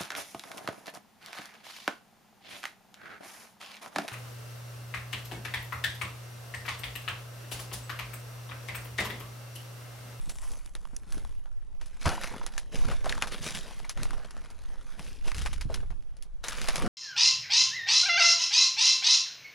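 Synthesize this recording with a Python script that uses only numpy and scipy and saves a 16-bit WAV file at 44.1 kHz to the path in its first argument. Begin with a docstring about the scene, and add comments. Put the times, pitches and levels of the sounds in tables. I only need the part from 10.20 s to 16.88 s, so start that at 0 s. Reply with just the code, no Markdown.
"""Boots crush ash, charcoal and rust flakes as someone walks, camera in hand, through a burned building outdoors.
The crunch is a dense sum of tiny ringing fractures and noise, its level following the load on the boot.
Brittle pieces snap and clink as damped resonances; flat roofing sheets knock and ring underfoot in their modes.
Light wind buffets two microphone ports as low-frequency noise, and the hand rubs the camera grip.
Filtered noise stands for distant trees."""
import sys
import numpy as np
from scipy import signal
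from scipy.fft import rfft, irfft, next_fast_len
from scipy.io import wavfile
from scipy.ndimage import uniform_filter1d

SR = 44100
rng = np.random.default_rng(int(sys.argv[2]) if len(sys.argv) > 2 else 0)


def log_audio(samples):
    """Write samples as a 16-bit WAV file to the path given in sys.argv[1]."""
    # one column per channel
    frames = np.atleast_2d(samples).T
    # limit to full scale, then quantise
    limited = np.clip(frames, -1, 1)
    pcm = np.round(limited * 32767).astype(np.int16)
    wavfile.write(sys.argv[1], SR, pcm)


N = 294538
TIME = np.arange(N) / SR


def amp(db):
    """Amplitude ratio: 20 dB is a factor of ten."""
    return 10 ** (np.asarray(db) / 20)


def unit(x):
    """Normalization to a root-mean-square of 1."""
    return x / np.sqrt(np.mean(x ** 2) + 1e-20)


def read(points, hz):
    """Interpolation of a spectrum on a logarithmic frequency axis."""
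    f, value = np.transpose(points)
    return np.interp(np.log(hz + 1), np.log(f), value)


def colour(x, points):
    """Linear filtering: multiplies the spectrum by a gain curve of (frequency_hz, gain_db)."""
    size = next_fast_len(x.shape[-1] + 2048)  # padded against wrap-around
    gain = amp(read(points, np.fft.rfftfreq(size, 1 / SR)))
    return irfft(rfft(x, size) * gain, size)[..., :x.shape[-1]]


def band(x, edges_hz, kind, order=3):
    """Butterworth filtering: a maximally flat passband."""
    return signal.sosfilt(signal.butter(order, edges_hz, kind, fs=SR, output="sos"), x)


def ring(x, hz, q):
    """Damped resonance: the response of one oscillator of sharpness q."""
    size = next_fast_len(2 * x.shape[-1])
    f = np.fft.rfftfreq(size, 1 / SR) + 1
    response = 1 / (1 + 1j * q * (f / hz - hz / f))
    return irfft(rfft(x, size) * response, size)[..., :x.shape[-1]]


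def wander(per_s):
    """Slow random fluctuation: noise averaged twice over 1 / per_s seconds, at rms 1."""
    size = int(SR / per_s)
    smooth = uniform_filter1d(rng.standard_normal(N), size)
    return unit(uniform_filter1d(smooth, size))


def add(mix, s, sound):
    """Superposition: sums a two-row sound into the mix at time s."""
    part = mix[:, max(round(s * SR), 0):][:, :sound.shape[1]]
    part += sound[:, :part.shape[1]]


def grains(per_s=6500, spread_db=3.0, cycles=1.494, count=36):
    """Fracture noise: countless tiny breaks ring for a few cycles; small, high fragments are more common."""
    out, t = np.zeros((2, N)), np.arange(SR // 70) / SR
    pitches = np.geomspace(450, 14000, count)
    shares = pitches ** .5 / np.sum(pitches ** .5)
    for hz, share in zip(pitches, shares):
        at = rng.integers(0, N, int(per_s * share * N / SR))
        strengths = amp(spread_db * np.minimum(rng.exponential(1, len(at)), 3.5))
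        clicks = np.zeros((2, N))
        clicks[:, at] = strengths * rng.choice([-1, 1], (2, len(at)))
        onset = 1 - np.exp(-2 * hz * t)
        fragment = np.sin(2 * np.pi * hz * t) * np.exp(-hz * t / cycles) * onset
        out += np.sqrt(hz) * unit(signal.oaconvolve(clicks, fragment[None], axes=1)[:, :N])
    return unit(out)


def patchy(x, patch_db=2.5, frames=16, bins=4):
    """Uneven ground response: broad random peaks and dips in the spectrum drift with time."""
    z = signal.stft(x, nperseg=512)[2]
    spots = uniform_filter1d(rng.standard_normal(z.shape[1:]), frames, axis=1)
    spots = uniform_filter1d(spots, bins, axis=0)
    return signal.istft(z * amp(patch_db * unit(spots)), nperseg=512)[1][:, :N]


def collapses(per_s=95, size_db=0.5, settle_s=0.00202):
    """Shot noise: clumps cave in at random, so the grit flares up and decays within milliseconds."""
    kicks = (rng.random(N) < per_s / SR) * np.minimum(rng.exponential(1, N), 3.2)
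    flares = signal.lfilter([1], [1, -np.exp(-1 / (settle_s * SR))], kicks)
    return 1 + amp(size_db) * flares


def crumbs(per_s=65, spread_db=2.6, ring_hz=2900, octaves=1.1, q=2.2, crack_s=0.0004, count=14):
    """Sparse impulsive excitation: larger crumbs crack one by one, each at one of several resonances."""
    out, t = np.zeros((2, N)), np.arange(SR // 100) / SR
    for hz in ring_hz * 2 ** (octaves * np.linspace(-1, 1, count)):
        at = rng.integers(0, N, int(per_s * N / SR / count))
        clicks = np.zeros(N)
        clicks[at] = amp(spread_db * np.minimum(rng.exponential(1, len(at)), 2))
        crack = ring(rng.standard_normal((2, len(t))) * np.exp(-t / crack_s), hz, q)
        out += unit(signal.oaconvolve(clicks[None], crack, axes=1)[:, :N])
    return unit(out)


def pressure(start, loading_s, hold_s, fade_s):
    """Load envelope: the weight comes on linearly, rests, then the debris settles exponentially."""
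    t = TIME - start
    loading = np.clip(t / max(loading_s, .002), 0, 1)
    return loading * amp(-20 * np.maximum(t - loading_s - hold_s, 0) / fade_s)


def crunch(powder_db=-1.5, crumbs_db=-9, crunch_db=0, body_db=0, weight_db=0.0):
    """Granular crushing: grains and hissing ash give way in clumps, in three bands powered by the boot's load."""
    # spectrum of the grit: frequency_hz, gain_db
    grit_colour = [(100, 4), (180, 6.5), (350, -2.5), (700, -4), (1200, -5), (2600, -1.5), (6000, -8.5),
                   (10000, -13.5), (16000, -8)]
    # dry stalks brighten the first steps, fully from 7.5 kHz up: time_s, boost_db
    stalks = [(.1, 12), (1.8, 0.8)]
    # a boot bears down, rolls or scuffs: start_s, loading_s, hold_s, fade_20db_s,
    # crunch_db (over 1.5 kHz), body_db (0.5-1.5 kHz), weight_db (on the sheets, 95-450 Hz)
    presses = [(0, 0.0037, 0.143, 0.4049, -59, -62.5, -64.5),
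               (0.199, 0.0217, .11, .22, -53.5, -54.5, -61.5),
               (0.563, 0.032, 0.33, 0.03, -68.5, -65.5, -66), (.865, 0.07, 0.032, .26, -54, -56, -56.5),
               (1.596, 0.0164, 0.244, 2.14, -62, -63.5, -66), (1.8, .02, 0.0275, 0.5941, -44, -50.5, -56),
               (1.852, 0.007, 0.0146, 0.135, -33, -29.5, -38.5),
               (1.93, 0.0046, 0.012, 0.04, -39.5, -45.5, -45), (2.002, 0.02, 0.022, 0.2, -41.5, -45, -52.5),
               (2.098, 0.0145, 0.0062, 0.2648, -62, -48.5, -45.5), (2.315, .006, .01, .17, -53, -60, -70),
               (2.517, .026, .035, .3, -42.5, -46, -44), (2.661, 0.0462, 0.0071, 0.15, -43, -41, -48),
               (2.83, 0.028, 0.059, 0.5, -45.5, -45.5, -44.5),
               (3.109, 0.0128, 0.0095, 0.1077, -39.5, -45.5, -45),
               (3.205, 0.025, 0.03, 0.16, -35.5, -44, -48), (3.334, 0.009, 0.007, 0.16, -39.5, -45, -45.5),
               (3.428, 0.0127, 0.0723, 0.2975, -48.5, -52.5, -52),
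               (3.755, 0.02, 0.03, 0.65, -50, -48.5, -49.5), (4.136, 0.022, 0.462, 0.42, -62, -65, -66),
               (4.645, 0.029, 0.125, 0.14, -57, -58.5, -61), (4.771, 0.0276, 0.0834, 0.2542, -49, -58, -55),
               (5.032, 0.032, 0.0071, 0.18, -45.5, -50.5, -54.5),
               (5.15, 0.015, 0.035, 0.24, -42, -48.5, -49.5),
               (5.474, 0.0506, 0.029, 0.1212, -50.5, -51, -50.5),
               (6.231, 0.011, 0.1976, 0.08, -42, -44.5, -52.5), (6.398, 0.043, 0.21, .2, -42, -44.5, -52.5),
               (6.47, 0.147, .08, .2, -55, -41.5, -40.5)]
    # disturbed debris between steps: crunch_db, body_db, weight_db
    settling_db = (-73, -73.5, -70.5)

    ash = amp(powder_db) * rng.standard_normal((2, N))
    grit = unit(colour(patchy(grains() + ash) * collapses(), grit_colour))
    grit = grit + amp(crumbs_db) * crumbs()
    fine = band(grit, 1500, "high")
    body = band(grit, [500, 1500], "band")
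    weight = band(grit, [95, 450], "band")
    fizz = colour(fine, [(4000, -30), (7500, 0)])
    fine = fine + fizz * (amp(np.interp(TIME, *np.transpose(stalks))) - 1)

    loads = np.array([pressure(*row[:4]) for row in presses])
    press_powers = amp([row[4:] for row in presses]).T ** 2 @ loads ** 2
    powers = press_powers + amp(settling_db)[:, None] ** 2
    layers = zip((fine, body, weight), powers, (crunch_db, body_db, weight_db))
    return sum(unit(part) * np.sqrt(power) * amp(trim) for part, power, trim in layers)


def breeze():
    """Addition of powers: each puff swells, holds and dies over a steady flow; gives the relative level in dB."""
    # puffs of air on the microphone: peak_s, half_width_s, relative_level_db
    puff_rows = [(1.02, 0.1174, -41), (2.76, 0.171, -38.5), (3.87, 0.114, -41.5), (5.4, .3, -35.2),
                 (6.62, 0.165, -40)]
    steady_db = -47.5  # relative level between the puffs
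    puffs = sum(amp(db) ** 2 / (1 + ((TIME - s) / width) ** 8) for s, width, db in puff_rows)
    return 10 * np.log10(amp(steady_db) ** 2 + puffs)


def wind(level_db=2.0, eddy_db=2, gust_db=-39, buffet_db=-2):
    """Turbulent pressure: eddies press on the ports together and apart; strong gusts reach higher in pitch."""
    # spectrum of the rumble: frequency_hz, gain_db
    breeze_colour = [(25, 1.5), (35, -7.5), (65, -12), (100, -22.5), (200, -36), (800, -62)]
    # eddies that push the ports apart: frequency_hz, gain_over_common_push_db
    opposed_colour = [(13, 14), (25, 7.5), (55, -1), (120, -2)]

    level = breeze()
    rumble = unit(colour(rng.standard_normal((2, N)), breeze_colour))  # rows: common, opposed
    buffet = unit(band(rng.standard_normal((2, N)), [33, 82], "band", order=2))
    buffet = buffet * amp(eddy_db * wander(18.6))
    strength = np.clip(amp(level - gust_db) - 1, 0, 1)  # 0 until the level passes gust_db
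    rumble[1] = colour(rumble[1], opposed_colour) / (1 + 2 * strength)
    push = rumble / (1 + strength / 2) + amp(buffet_db) * strength * buffet
    return band(amp(level + level_db) * push, 6.84, "high", order=1)


def trees(air_db=-72, air_side_db=-9):
    """Diffuse background: steady coloured noise from distant trees, weaker in the side signal."""
    # spectrum of the trees: frequency_hz, gain_db
    air_colour = [(900, 7), (2000, -9), (5000, -17), (16000, -61)]
    noise = unit(colour(rng.standard_normal((2, N)), air_colour))
    return amp(air_db) * noise * amp([[0], [air_side_db]])


def knocks(q=1.8, sheet_db=-3):
    """Damped impact: a low push joins a sheet's crowded modes (resonant noise), damped by the ground."""
    # dull knocks of soles and loose sheets: start_s, relative_level_db, ring_hz, envelope_t60_s
    strikes = [(0.077, -33, 164, 0.0594), (0.732, -33, 190, 0.0414), (0.972, -24.5, 218.3, 0.0464),
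               (1.857, -16, 174.6, 0.122), (1.86, -12, 88, .16), (1.868, -23.5, 400, 0.058),
               (1.953, -26, 650, .015), (1.979, -22, 900, 0.02), (2.138, -25, 887, 0.0344),
               (2.214, -28.5, 900, 0.0464), (2.676, -20, 113.4, 0.1185), (2.865, -19, 688, 0.038),
               (3.207, -29, 139, 0.086), (3.793, -27.5, 105.4, 0.12), (4.795, -35, 181, 0.128),
               (5.454, -19.5, 104.6, 0.076), (5.499, -28, 560, 0.11), (5.631, -32, 351, 0.0287),
               (5.699, -30.5, 72.8, 0.3)]
    out, t = np.zeros((2, N)), np.arange(SR // 4) / SR
    for s, db, hz, t60 in strikes:
        sheet = unit(ring(ring(rng.standard_normal((2, len(t))), hz, q), hz, q / 2))
        sheet = amp(sheet_db) * sheet * (1 - np.exp(-2 * hz * t))
        push = np.sin(2 * np.pi * hz * t) * np.exp(-hz * t / 2)
        add(out, s, amp(db) * (push + sheet) / 2 * amp(-60 * t / t60))
    return out


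def snaps(crack_s=0.001165, splinter_db=-5, rattle_s=0.013, rattle_db=-1, lumpy_db=3, level_db=0):
    """Brittle fracture: a sharp break with splinters, then a debris rattle, excite the piece's resonance."""
    # brittle pieces that snap: start_s, crack_level_db (energy spread over 1 ms), ring_hz, ring_q,
    # rattle_over_crack_db (before the common trim rattle_db)
    breaks = [(0.0943, -37.5, 3400, 0.063, 10.5), (0.1861, -39.5, 600, 0.15, -15),
              (0.4607, -39, 3380, 0.042, -14), (0.5522, -33.5, 636, 0.234, -5.5),
              (0.6534, -38.5, 1054, 3.14, -22.5), (0.7654, -32.5, 7360, 0.55, -14.5),
              (0.9235, -34, 4000, 0.2, -4), (1.0497, -38, 1060, 2.44, -12), (1.258, -46, 870, 3.9, -1.5),
              (1.6131, -43.5, 1435, 0.48, 3.5), (1.6598, -43.5, 2380, 0.105, 1),
              (1.8565, -19.5, 560, 1.8, 2), (1.892, -27, 1800, .4, -3), (2.036, -31.5, 1100, 0.88, -4.5),
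              (2.2319, -41.5, 706, 0.31, 0), (2.2645, -28, 1583, 0.42, -4),
              (2.3797, -25.5, 2700, 0.41, -2.5), (2.715, -31, 1120, 1.5, 3), (2.8443, -31, 600, 0.84, 0),
              (2.8579, -29.5, 1276, 2.75, 3), (2.894, -27, 1590, 0.69, 2), (2.9243, -21, 1700, 7.6, -11.5),
              (2.9785, -29, 850, 6, -21), (3.0229, -18, 1300, 1.7, -1), (3.0724, -32, 600, 0.195, 4),
              (3.308, -33.5, 2830, .8, -8), (3.3488, -30.5, 2000, 0.39, 4.5), (3.601, -39, 830, .8, -5),
              (3.648, -42.5, 844, 0.93, 7.5), (3.695, -27.5, 2340, 0.357, 1), (3.775, -35, 1020, 1.5, -1),
              (3.8325, -26, 3000, 0.3, -6), (3.855, -34, 900, 1.8, -9), (3.9075, -31, 1100, 1.8, -13),
              (3.9325, -34, 950, 1.29, -2.5), (4.1085, -40, 1800, .4, -4), (4.1673, -38.5, 670, 0.7, -14),
              (4.2595, -43, 1110, 2.2, -9), (4.303, -45.5, 3000, 0.28, 1), (4.7942, -34.5, 960, 0.93, -4.5),
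              (5.0775, -34, 600, 0.26, 6), (5.117, -28.5, 1340, 1.64, -10.5), (5.146, -35, 1580, .4, 3),
              (5.182, -33, 3140, .9, 1), (5.2186, -34, 2500, 0.58, 0), (5.2604, -27, 1196, 0.86, 4),
              (5.3303, -34, 2120, 0.36, 4), (5.4104, -37, 1880, 0.72, 9.5), (5.5428, -28, 2140, 0.62, 0.5),
              (5.7046, -45, 746, 1.17, 4.5), (5.825, -55.5, 1600, 0.4, -19.5),
              (5.968, -52, 2500, 0.44, -0.5), (6.0247, -39, 9440, 0.144, 0),
              (6.2401, -31.5, 1490, 0.475, 3.5), (6.2836, -29, 3360, 0.113, 5),
              (6.3307, -33, 1010, 0.65, -1), (6.4158, -26.5, 750, 0.203, -4), (6.4744, -31, 1200, 0.6, -4),
              (6.486, -22, 855, 0.37, 3), (6.5578, -22, 1270, 0.228, 0), (6.622, -29, 1130, .5, -2)]
    out, t = np.zeros((2, N)), np.arange(SR // 12) / SR
    for s, db, hz, q, after_db in breaks:
        splinters, rattle, lumps = rng.standard_normal((3, 2, len(t)))
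        crack = amp(splinter_db) * splinters * np.exp(-t / crack_s)
        crack[0, 0] += 1  # the break itself, in the mid signal
        lumpiness = amp(lumpy_db * unit(uniform_filter1d(lumps[0], size=60)))
        rattle = rattle * np.exp(-t / rattle_s) * (1 - np.exp(-t / crack_s)) * lumpiness
        crack, rattle = ring(crack, hz, q), ring(rattle, hz, q)
        crack = crack / np.linalg.norm(crack, axis=1, keepdims=True)  # unit energy
        rattle = rattle / np.linalg.norm(rattle, axis=1, keepdims=True)
        snap = crack + amp(after_db + rattle_db) * rattle
        add(out, s, amp(db + level_db) * np.sqrt(SR / 1000) * snap)
    return out


def grips(decay_s=.011, low_hz=150, high_hz=1000):
    """Structure-borne friction: short dull rubs cross the housing and reach each port differently."""
    # the hand shifts on the camera grip: start_s, level_db
    rubs = [(.553, -54), (.733, -54), (1.611, -50), (5.63, -49), (5.722, -52)]
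    out, t = np.zeros((2, N)), np.arange(SR // 12) / SR
    for s, db in rubs:
        rub = unit(band(rng.standard_normal((2, len(t))), [low_hz, high_hz], "band", order=2))
        add(out, s, amp(db) * rub * np.exp(-t / decay_s))
    return out


def clinks(t60=0.0187, apart=0.0602):
    """Free vibration: a thin flake rings briefly on a pair of modes a fraction apart either side of its pitch."""
    # small brittle flakes that clink as they break: start_s, peak_db, centre_hz
    flakes = [(0.7642, -33.5, 6170), (2.3792, -24.5, 1730), (2.8945, -21, 4040), (3.0233, -16, 2630),
              (3.645, -30.5, 2147), (3.6936, -29.5, 6050), (6.2836, -22, 6720), (6.4862, -23, 5145)]
    out, t = np.zeros((2, N)), np.arange(SR // 20) / SR
    for s, db, hz in flakes:
        pair = sum(np.sin(2 * np.pi * (hz * (1 + d) * t + rng.random((2, 1)))) for d in (-apart, apart))
        add(out, s, pair / 2 * amp(db - 60 * t / t60))
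    return out


def flexes(width_hz=34):
    """Modal excitation: grit under the sole drives all the sheet's modes at a stamp, the low ones when slow."""
    # modes of a rusted roofing sheet: mode_hz, gain_db
    modes = [(214, -1), (329, 0), (544, -1), (712, 2), (2892, -8), (3436, -7)]
    # a boot bends the sheet and makes it ring:
    # start_s, loading_s, hold_s, fade_20db_s, level_db, brightness_db_per_octave
    bends = [(1.857, .004, .01, .22, -48.5, .8), (6.61, .03, .05, .15, -35, -6)]
    out = np.zeros(N)
    for hz, db in modes:
        q = hz / width_hz
        mode = unit(ring(ring(rng.standard_normal(N), hz, q), hz, q / 2))
        octaves = np.log2(hz / modes[0][0])
        out += mode * sum(pressure(*row) * amp(db + level + tilt * octaves) for *row, level, tilt in bends)
    return out


def scene():
    """Mid-side superposition: close sources differ between ports mainly in the treble; trees are all around."""
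    # width of the close sources: frequency_hz, side_gain_db
    width = [(130, -26), (400, -19), (1300, -35), (4500, -16.5), (8000, -10), (13000, -0.5)]
    # balance of the ports: frequency_hz, left_minus_right_db
    balance = [(2400, 0.9), (4800, 2.6), (9000, 0.5)]
    wind_lean_db = -1.5  # the eddies press less on the left port, more on the right

    mid, side = crunch() + snaps() + knocks() + clinks()
    close = np.array([mid + flexes(), colour(side, width)])
    mid, side = close + trees() + grips()
    left = colour(mid + side, [(hz, db / 2) for hz, db in balance])
    right = colour(mid - side, [(hz, -db / 2) for hz, db in balance])
    common, opposed = wind()
    left = left + common + opposed * amp(wind_lean_db)
    right = right + common - opposed * amp(-wind_lean_db)
    return np.array([left, right])


def record(dry):
    """Transducer response: the microphone's colour, then a linear-phase low-pass at the band limit."""
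    # microphone response: frequency_hz, gain_db
    microphone = [(4400, 0), (5500, 2), (7200, -0.5), (8600, -2.5), (9900, 3), (11000, 1.5), (12500, -17.5),
                  (15500, -19.5)]
    edge_hz = 16300
    low_pass = signal.firwin(255, edge_hz, window=("kaiser", 9), fs=SR)
    return signal.oaconvolve(colour(dry, microphone), low_pass[None], "same")


dry = scene()
out = record(dry)
log_audio(out)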